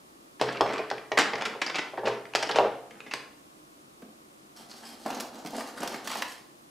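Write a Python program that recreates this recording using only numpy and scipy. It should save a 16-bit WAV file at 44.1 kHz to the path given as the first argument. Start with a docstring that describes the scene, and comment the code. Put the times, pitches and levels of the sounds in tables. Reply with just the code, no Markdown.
"""Loose crystal stones click and grind as hands set small decorative logs on them and nudge them about.
Each click is a spray of tiny collisions with a short ring. The logs knock the sheet-metal tray under
the stones, and the wall fireplace and the bare room echo. Then the person shifts back over the floor:
legs scuff, clothes rustle and snap, and weight lands softly. The air in the room murmurs throughout."""
import sys
import numpy as np
from scipy import signal
from scipy.fft import rfft, irfft, next_fast_len
from scipy.io import wavfile
from scipy.ndimage import uniform_filter1d

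SR = 44100
rng = np.random.default_rng(int(sys.argv[2]) if len(sys.argv) > 2 else 0)


def master(y):
    """Save y as 16-bit WAV."""
    cut = np.clip(np.atleast_2d(y).T, -1, 1)
    pcm = np.round(cut * 32767)  # scale
    wavfile.write(sys.argv[1], SR, pcm.astype(np.int16))


N = 295470

# The tone of each sound, from bass to treble: frequency_hz, gain_db
AIR_TONE = [(12, -47.5), (20, -21.5), (122, -16.5), (140, -5.5), (175, -11.5), (213, -4.5), (245, -8),
            (306, -2), (452, -13.5), (565, -12), (958, -20.5), (1100, -16.5), (1580, -24.5), (10200, -26),
            (15500, -35)]
SNAP_TONE = [(60, -35), (300, -23), (1000, 3), (2200, -5), (3500, -7.5), (5000, -3), (9000, -10.5),
             (15000, -14.5)]  # a fold of cloth snapping
THUD_TONE = [(40, -51.5), (100, -18), (160, -1), (240, 2.5), (400, -4.5), (800, -1.5), (1500, -8.5),
             (5000, -33.5)]  # weight landing on the floor
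SCUFF_TONE = [(60, -52), (140, -10), (195, -7), (236, 10.5), (290, 0.5), (390, -1), (480, 3), (590, -3.5),
              (700, 4), (880, 2), (1050, -13.5), (1500, -11.5), (2500, -41), (6000, -35.5)]
SCRAPE_TONE = [(400, -13), (1100, 6.5), (1700, 1.5), (2500, -6.5), (3500, -6), (5000, -11.5),
               (10000, -44.5)]
CLOTH_TONE = [(800, -12.5), (2500, -2), (3200, 3), (3650, -1), (4150, 4.5), (5200, 3), (7000, -0.5),
              (11000, -4), (15000, -15)]
RUB_TONE = [(25, -57), (70, -36), (130, -32.5), (200, 0), (300, -3), (440, 1.5), (560, -8.5), (750, -17.5),
            (1100, -5.5), (2500, -14.5), (6000, -33), (15000, -80)]  # a log dragged over the stones
BLOW_TONE = [(25, -85.5), (70, -59.5), (130, -35), (220, -21), (320, -2), (450, 2), (700, -1.5), (1000, -4),
             (1500, -8), (3000, -50), (8000, -82.5), (15000, -91.5)]  # a blow on the tray
STONE_TONE = [(30, -65), (120, -16.5), (280, 3), (450, -4), (800, 3), (1200, 0.5), (1900, 1), (3000, -1.5),
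              (3900, -6.5), (5100, -6.5), (6600, -13.5), (10000, -22.5), (15000, -38)]
GRIT_TONE = [(450, -20.5), (1200, 17.5), (4500, -1.5), (9000, 1.0)]  # goes on top of STONE_TONE
# How much left and right differ, for the air and the room's echo: frequency_hz, side_db
AIR_WIDTH = [(60, 0), (150, -12), (380, -5.5), (950, 10), (2380, 4.5), (5980, -1), (15000, -8)]
ROOM_WIDTH = [(120, -25.5), (300, -42), (600, -15), (1200, -8), (5000, -9.5), (8000, -15), (12000, -7)]
# How long the room's echo takes to fall by 60 dB: frequency_hz, fade_s
ROOM_FADE = [(130, 0.3), (400, 0.69), (1000, 0.57), (2800, 0.51), (6000, 0.42), (13000, 0.32)]
# Echoes between the fireplace panels: delay_s, gain
PANEL_ECHOES = [(.0065, 0.68), (0.011, 0.55), (.0172, .27), (.0235, 0.15)]
# Cloth snaps and floor bumps: start_s, snap_db, bump_db, snap_pitch_hz, ring_db, thud_pitch_hz
SNAPS_AND_BUMPS = [(4.021, -48, -35.5, 2950, -12, 230), (4.713, -31, -63, 4450, 13, 500),
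                   (5.061, -26, -18, 1087, -19, 710), (5.1039, -25.5, -23.5, 2770, -1, 710),
                   (5.146, -28.5, -50.5, 6500, -1, 700), (5.1992, -22.5, -36.5, 4790, -4.5, 600),
                   (5.205, -21, -43.5, 10330, -11, 600), (5.449, -34, -28, 5510, -21, 256),
                   (5.46, -26, -51, 3140, -8, 600), (5.47, -28.5, -36.5, 3100, -9.5, 600),
                   (5.581, -31, -24, 1520, 0, 600), (5.606, -21.5, -40.5, 1705, -1, 242),
                   (5.804, -28.5, -29.5, 7400, -7, 240), (5.831, -21, -21.5, 1172, -8, 695),
                   (5.8751, -18.5, -37, 3320, -11, 700), (5.943, -23, -32.5, 1950, 9, 236),
                   (6.0734, -18.5, -29.5, 2660, -10, 800), (6.114, -22, -34, 2480, -8, 900),
                   (6.154, -27, -22.5, 1730, -6, 746), (6.2212, -13, -29.5, 2270, 5, 810)]
# Moves of the legs and body: start_s, length_s, scuff_db, cloth_db
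BODY_MOVES = [(4.55, 0.072, -53, -48), (4.68, 0.13, -45.5, -49), (4.815, 0.13, -45, -46.5),
              (4.98, 0.081, -47, -53), (5.046, 0.15, -30, -46.5), (5.32, 0.081, -37.5, -49.5),
              (5.49, 0.035, -44, -48), (5.525, 0.08, -34, -42), (5.645, 0.045, -35.5, -45.5),
              (5.757, 0.026, -35, -41), (5.8, 0.059, -31, -44), (5.885, 0.077, -34, -45),
              (6.03, 0.14, -41, -44.5), (6.085, 0.1, -39.5, -38.5), (6.27, 0.051, -58, -41.5)]
# Hands push a log over the stones: start_s, length_s, grit_db, rub_db
LOG_PUSHES = [(0.46, 0.11, -35, -35.5), (0.65, 0.14, -29.5, -36), (0.94, 0.033, -42, -44),
              (1.26, 0.28, -43, -36.5), (1.67, 0.045, -42, -50), (1.8, 0.03, -40, -54),
              (2.04, 0.098, -44, -32), (2.44, 0.11, -31, -44), (2.6, 0.063, -56.5, -31.5),
              (2.89, 0.18, -72, -50)]
# The notes the metal tray rings with: pitch_hz, level_db, fade_s
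TRAY_NOTES = [(127.1, -10, 0.6), (398.7, 4.5, 0.34), (437.4, 4.5, 0.4), (500, 0, 0.4), (558, 4, 0.27),
              (629.6, 5.5, 0.11), (699, 0.5, 0.53), (828.7, 10.5, 0.14), (963, 1, 0.26), (1069, 2, 0.23),
              (1197, -2, 0.25)]
# A hand weighs on the tray, so it rings lower: start_s, end_s, share_of_pitch_lost
HAND_LEANS = [(0.5, 1.0, 0.012), (1.9, 2.3, 0.039)]
# Logs landing and rocking: start_s, level_db, pitch_hz, ring_db
LOG_KNOCKS = [(0.413, -15.5, 760, -19.5), (0.608, -11.5, 780, -20), (0.617, -16, 795, -23),
              (0.66, -25, 650, -18), (0.702, -26.5, 600, -14.5), (0.793, -25.5, 670, -17.5),
              (0.913, -22.5, 764, -21), (1.117, -24, 700, -17), (1.174, -20.5, 680, -21),
              (1.334, -29.5, 700, -12), (1.552, -35, 760, -14), (1.935, -36, 706, -13.5),
              (1.979, -25.5, 790, -17.5), (2.034, -30, 700, -11.5), (2.054, -27.5, 623, -16),
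              (2.073, -20.5, 610, -14.5), (2.351, -39, 650, -4), (2.431, -23.5, 850, -22.5),
              (2.496, -23, 840, -19), (2.559, -21.5, 600, -15), (2.586, -9, 690, -21.5),
              (2.602, -15.5, 700, -26), (2.636, -23.5, 610, -20), (2.649, -18.5, 675, -34),
              (2.656, -19, 600, -23), (3.137, -39, 694, -13.5)]
# Typical ring pitch for each size of stone
LARGE_HZ, MEDIUM_HZ, SMALL_HZ, CHIP_HZ, SPLINTER_HZ = 1660, 2040, 2490, 3035, 4930
# Stones hitting each other: start_s, level_db, bass_db, treble_db, crunch_s, pitch_hz, ring_db
STONE_CLICKS = [(0.396, -39.5, 11.5, -10, 0.18, LARGE_HZ, -8),
                (0.413, -23.5, 6, -1.5, 0.0017, SPLINTER_HZ, -16),
                (0.485, -31.5, 7.5, -33.5, 0.012, LARGE_HZ, -2.5),
                (0.524, -45, 4, 5.5, 0.0073, SPLINTER_HZ, -19.5),
                (0.569, -37.5, 1.5, -25, 0.0056, CHIP_HZ, -7),
                (0.6084, -25, 8, -5.5, 0.0038, CHIP_HZ, -9.5), (0.661, -38, 7, -13, 0.01, LARGE_HZ, -5),
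                (0.699, -37, 0, -31, 0.013, MEDIUM_HZ, -7), (0.732, -38, 10, -1, 0.0084, MEDIUM_HZ, -17),
                (0.778, -35, -3.5, -7.5, 0.017, SMALL_HZ, -8),
                (0.9015, -33, -20.5, -1, 0.0023, MEDIUM_HZ, -11),
                (0.913, -31, 9.5, -26, 0.003, LARGE_HZ, -8.5),
                (0.98, -40.5, -23, -16, 0.0046, SMALL_HZ, -1.5),
                (1.117, -28, -9, -14.5, 0.0055, MEDIUM_HZ, -3.5),
                (1.173, -16.5, -5.5, -1, 0.01, LARGE_HZ, -3.5),
                (1.186, -17.5, 5, 2.5, 0.0078, LARGE_HZ, -30.5),
                (1.194, -21.5, -0.5, -4, 0.022, MEDIUM_HZ, -19.5),
                (1.333, -31, 2, -19, 0.0066, MEDIUM_HZ, -2), (1.353, -34.5, 2, -9, 0.0071, MEDIUM_HZ, -6),
                (1.379, -44, 0, 1, 0.011, SPLINTER_HZ, -22.5),
                (1.408, -31.5, -5.5, -8.5, 0.0093, LARGE_HZ, -7),
                (1.42, -28.5, 7, -4, 0.0053, SMALL_HZ, -7.5),
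                (1.434, -50, 3.5, -8.5, 0.0054, MEDIUM_HZ, -6.5),
                (1.451, -29.5, -30, -2.5, 0.015, MEDIUM_HZ, -20),
                (1.616, -24, 0, -4.5, 0.007, MEDIUM_HZ, -12.5),
                (1.621, -27.5, -6.5, -5.5, 0.013, LARGE_HZ, -34),
                (1.663, -31.5, 2.5, -2.5, 0.0078, SPLINTER_HZ, -1),
                (1.679, -36, 5, -11, 0.0057, MEDIUM_HZ, -5), (1.696, -32, 7, -9, 0.0073, MEDIUM_HZ, -2),
                (1.744, -32, 4, -16, 0.013, SMALL_HZ, -11.5),
                (1.755, -28.5, -0.5, -5.5, 0.014, SMALL_HZ, -21),
                (1.783, -27.5, 4.5, -10, 0.011, MEDIUM_HZ, -11),
                (1.974, -40, 19, -39, 0.021, LARGE_HZ, 7.5), (2.054, -32.5, -7, -9, 0.025, SMALL_HZ, -8.5),
                (2.076, -30, 6, -2.5, 0.01, LARGE_HZ, -4.5),
                (2.253, -42.5, -10.5, -12.5, 0.0039, MEDIUM_HZ, -3),
                (2.336, -36, 0, -4, 0.0024, SMALL_HZ, -7), (2.3498, -19.5, 2.5, -5, 0.0051, MEDIUM_HZ, -38),
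                (2.355, -22.5, -16, 2.5, 0.0072, SPLINTER_HZ, -12),
                (2.426, -28, -2.5, 2.5, 0.006, SPLINTER_HZ, -7),
                (2.432, -29, 3, -3, 0.0052, SPLINTER_HZ, -23),
                (2.471, -40, 13, -4, 0.0041, SPLINTER_HZ, -4.5), (2.491, -31, 4, -2, 0.008, CHIP_HZ, -7.5),
                (2.51, -29.5, -2.5, -5.5, 0.0097, SPLINTER_HZ, -8.5),
                (2.545, -37.5, 14.5, -18, 0.011, SMALL_HZ, -5),
                (2.558, -26.5, -7.5, -4, 0.021, SMALL_HZ, -29),
                (2.585, -24.5, 11, -26.5, 0.0077, CHIP_HZ, -12.5),
                (2.908, -47.5, -22, -1, 0.0055, MEDIUM_HZ, -8),
                (3.004, -38.5, -9, -6, 0.0028, SMALL_HZ, -2),
                (3.062, -47, 15, -13.5, 0.02, MEDIUM_HZ, -1.5), (3.111, -35, -13, -7, 0.012, SMALL_HZ, -3),
                (3.136, -26.5, -5, 3.5, 0.0044, SPLINTER_HZ, -14)]


def amp(db):
    """Turn decibels into a gain."""
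    return 10 ** (np.asarray(db) / 20)


def unit(x):
    """Scale x to an average strength (rms) of 1."""
    return x / np.sqrt(np.mean(x ** 2) + 1e-20)


def punch(x):
    """Scale a hit so that its loudest 3 ms have a strength of 1."""
    return x / np.sqrt(uniform_filter1d(x * x, SR // 333).max() + 1e-20)


def along(points, hz):
    """Read between a table's rows on a log frequency scale."""
    known_hz, values = np.transpose(points)
    return np.interp(np.log(hz + 1), np.log(known_hz + 1), values)


def add(out, start_s, sound):
    """Mix a sound in at its start time."""
    part = out[..., max(round(start_s * SR), 0):][..., :sound.shape[-1]]
    part += sound[..., :part.shape[-1]]


def coloured(x, tone):
    """Filter x so that it takes on the given tone."""
    n = x.shape[-1]
    size = 2 * next_fast_len(n // 2 + SR // 16)
    gains = amp(along(tone, np.fft.rfftfreq(size, 1 / SR)))
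    cepstrum = irfft(np.log(gains))
    cepstrum[1:size // 2] *= 2  # folded so that nothing sounds ahead of a hit
    cepstrum[size // 2 + 1:] = 0
    return irfft(rfft(x, size) * np.exp(rfft(cepstrum)))[..., :n]


def ringing(x, hz, q):
    """Make a hit ring at one pitch; a higher q rings longer."""
    return punch(signal.lfilter(*signal.iirpeak(hz, q, SR), x))


def grains(per_s, spread_db):
    """Rubbing is made of tiny random ticks of many sizes."""
    chance, size = rng.random(N), rng.standard_normal(N)
    direction = np.sign(rng.standard_normal(N))
    return unit((chance < per_s / SR) * direction * amp(spread_db * np.clip(size, -2, 2)))


def patchy(x, depth_db):
    """The points of contact keep changing, so the tone drifts in patches."""
    spectrum = signal.stft(x, nperseg=512)[2]
    patches = uniform_filter1d(rng.standard_normal(spectrum.shape), size=7, axis=0)
    patches = unit(uniform_filter1d(patches, size=7, axis=1))
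    return unit(signal.istft(spectrum * amp(depth_db * patches), nperseg=512)[1][:N])


def strokes(rows, rise_s, sag_db_per_s, fade_s):
    """One loudness curve per level column: each stroke rises, sags and dies away."""
    t, gains = np.arange(N) / SR, 0
    for start_s, length_s, *levels_db in rows:
        age = np.maximum(t - start_s, 0)
        fade_db = sag_db_per_s * age + 60 * np.maximum(age - length_s, 0) / fade_s
        gains = gains + np.outer(amp(levels_db), np.minimum(age / rise_s, 1) * amp(-fade_db))
    return gains


def stereo(pair, width):
    """Left and right share the first signal; the second sets them apart."""
    side = coloured(pair[1], width)
    return np.array([pair[0] + side, pair[0] - side])


def in_room(x, echo_db):
    """The bare room adds a wash of echoes that lasts longest in the middle pitches."""
    hz, t, noise = signal.stft(rng.standard_normal((2, SR * 2 // 3)), SR, nperseg=256)
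    far_wall = 0.14 * np.exp(-((t - .078) / 0.024) ** 2)  # a soft, late return
    swell = 1 - np.exp(-t / 0.00093) + far_wall
    fade = amp(-60 * t / along(ROOM_FADE, hz)[:, None])
    tail = signal.istft(noise * swell * fade, SR, nperseg=256)[1]
    answer = amp(echo_db) * stereo(tail / np.linalg.norm(tail[0]), ROOM_WIDTH)
    answer[:, 0] += 1  # the direct sound
    return signal.fftconvolve(x[None], answer, axes=1)


def in_firebox(x, strength):
    """The fireplace panels throw back a few quick echoes."""
    out = x.copy()
    for delay_s, gain in PANEL_ECHOES:
        add(out, delay_s, strength * gain * x)
    return out


def room_air(level_db):
    """The air in the room makes a steady low murmur with a thin hiss."""
    murmur = coloured(rng.standard_normal((2, N)), AIR_TONE)
    return amp(level_db) * unit(stereo(murmur, AIR_WIDTH))


def snaps_and_bumps(snap_gain_db, bump_gain_db):
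    """Folds of cloth snap with a brief tick, and weight lands softly on the floor."""
    out, t = np.zeros((2, N)), np.arange(SR // 10) / SR
    burst = (1 - np.exp(-t / 0.00072)) * amp(-60 * t / 0.034)
    for start_s, snap_db, bump_db, snap_hz, ring_db, thud_hz in SNAPS_AND_BUMPS:
        snap = punch(coloured(rng.standard_normal(len(t)) * burst, SNAP_TONE))
        tick = punch(snap + amp(ring_db) * ringing(snap, snap_hz, q=3.3))
        thud = punch(coloured(rng.standard_normal(len(t)) * amp(-60 * t / 0.055), THUD_TONE))
        bump = punch(.5 * thud + ringing(thud, thud_hz, q=2.1))
        both = amp(snap_db + snap_gain_db) * tick + amp(bump_db + bump_gain_db) * bump
        add(out, start_s, in_room(both, echo_db=-4.5))
    return out


def shuffling(scuff_gain_db, scrape_gain_db, cloth_gain_db):
    """Legs scuff the floor and cloth rubs on cloth; harder moves scrape much more."""
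    scuff, cloth = strokes(BODY_MOVES, rise_s=0.02, sag_db_per_s=42, fade_s=0.052)
    effort = np.sqrt(scuff * cloth) / amp(-37)  # 1 is a firm move
    scrape = effort ** 1.64
    low = patchy(coloured(grains(per_s=350, spread_db=5), SCUFF_TONE), depth_db=2)
    middle = patchy(coloured(grains(per_s=500, spread_db=5), SCRAPE_TONE), depth_db=3)
    high = patchy(coloured(grains(per_s=800, spread_db=6), CLOTH_TONE), depth_db=2.8)
    rustle = amp(scuff_gain_db) * scuff * low + amp(scrape_gain_db) * scrape * middle
    rustle += amp(cloth_gain_db) * cloth * high
    return in_room(rustle, echo_db=1.5)[:, :N]


def tray_knock(pitch_hz, ring_db, tuning):
    """A dull clonk echoes in the fireplace; the tray rings on, unevenly damped by the stones."""
    t = np.arange(SR // 2) / SR
    blow = punch(coloured(signal.unit_impulse(len(t)), BLOW_TONE))
    clonk_hz = pitch_hz * amp(0.3 * rng.standard_normal())
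    clonk = punch(0.5 * blow + ringing(blow, clonk_hz, q=2.3))
    hz, level_db, fade_s = np.transpose(TRAY_NOTES)[:, :, None]
    level_shift, phase = rng.standard_normal((2, len(hz), 1))
    drift = np.cumsum(rng.standard_normal((len(hz), len(t))), axis=1) * np.sqrt(hz / SR) * .2
    fade = amp(level_db + 1.2 * level_shift - 60 * t / fade_s)
    notes = fade * np.sin(2 * np.pi * tuning * hz * t + np.pi * phase + drift)
    swell = (1 - np.exp(-t * hz / 0.95)) ** 2  # each note builds over a few cycles
    return in_firebox(clonk, strength=0.66) + amp(ring_db) * (notes * swell).sum(0)


def grinding(grit_gain_db, rub_gain_db):
    """While a log slides, stones tick together and its dull rubbing keeps the tray humming."""
    grit, rub = strokes(LOG_PUSHES, rise_s=0.01, sag_db_per_s=8.5, fade_s=0.14)
    collisions = coloured(grains(per_s=130, spread_db=4), STONE_TONE)
    ticks = patchy(coloured(collisions, GRIT_TONE), depth_db=5)
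    judder = grains(per_s=590, spread_db=6.5)
    hum = unit(signal.fftconvolve(judder, tray_knock(pitch_hz=662, ring_db=-7, tuning=1.0))[:N])
    drag = unit(unit(coloured(judder, RUB_TONE)) + amp(-7.5) * hum)
    slide = amp(grit_gain_db) * grit * ticks + amp(rub_gain_db) * rub * drag
    return in_room(slide, echo_db=-1.0)[:, :N]


def logs():
    """A log's weight goes through the stones into the tray; where it lands sets pitch and ring."""
    out = np.zeros((2, N))
    for start_s, level_db, pitch_hz, ring_db in LOG_KNOCKS:
        tuning = 1 - sum(lost for begin, end, lost in HAND_LEANS if begin < start_s < end)
        knock = tray_knock(pitch_hz, ring_db, tuning)
        add(out, start_s, amp(level_db) * in_room(knock, echo_db=-11.5))
    return out


def stone_click(crunch_s, pitch_hz, ring_db, bass_db, treble_db):
    """A quick spray of tiny collisions makes the struck stone ring briefly."""
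    t = np.arange(SR // 16) / SR
    jostle = rng.standard_normal(len(t)) * amp(4.9 * np.clip(rng.standard_normal(len(t)), -2, 2))
    clumps = amp(4 * np.interp(t, np.arange(64) / 900, rng.standard_normal(64)))
    settling = .08 * amp(-60 * t / .13)
    rise = 1 - np.exp(-t / .0007)
    spray = rise * (np.exp(-(t / crunch_s) ** 2) + settling)
    crack = punch(coloured(jostle * clumps * spray, STONE_TONE))
    ring_hz = pitch_hz * amp(0.23 * rng.standard_normal())
    click = punch(crack + amp(ring_db) * ringing(crack, ring_hz, q=10))
    return coloured(click, [(130, bass_db - 3.5), (450, bass_db), (1200, 0), (5200, 0.0064),
                            (7200, 0.68 * treble_db + 3.0), (9500, treble_db)])


def stones(gain_db):
    """Stones hit each other; every click echoes in the fireplace and then in the room."""
    out = np.zeros((2, N))
    for start_s, level_db, bass_db, treble_db, crunch_s, pitch_hz, ring_db in STONE_CLICKS:
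        click = stone_click(crunch_s, pitch_hz, ring_db, bass_db, treble_db)
        echoed = in_room(in_firebox(click, strength=0.22), echo_db=-5.5)
        add(out, start_s, amp(level_db + gain_db) * echoed)
    return out


def scene():
    """Mix the fireplace, the person and the air in the room."""
    fireplace = stones(gain_db=2.5) + logs() + grinding(grit_gain_db=-8.0, rub_gain_db=-7.0)
    person = shuffling(scuff_gain_db=-7.0, scrape_gain_db=-41.5, cloth_gain_db=-5.0)
    person += snaps_and_bumps(snap_gain_db=-12.0, bump_gain_db=-7.0)
    slightly_right = amp([[-.3], [.3]])
    return fireplace + person * slightly_right + room_air(level_db=-54)


def record(dry):
    """Cut off the very highest treble."""
    top_hz = 15600
    size = next_fast_len(N + SR // 4)
    kept = np.fft.rfftfreq(size, 1 / SR) < top_hz
    return irfft(rfft(dry, size) * kept, size)[:, :N]


dry = scene()
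out = record(dry)
master(out)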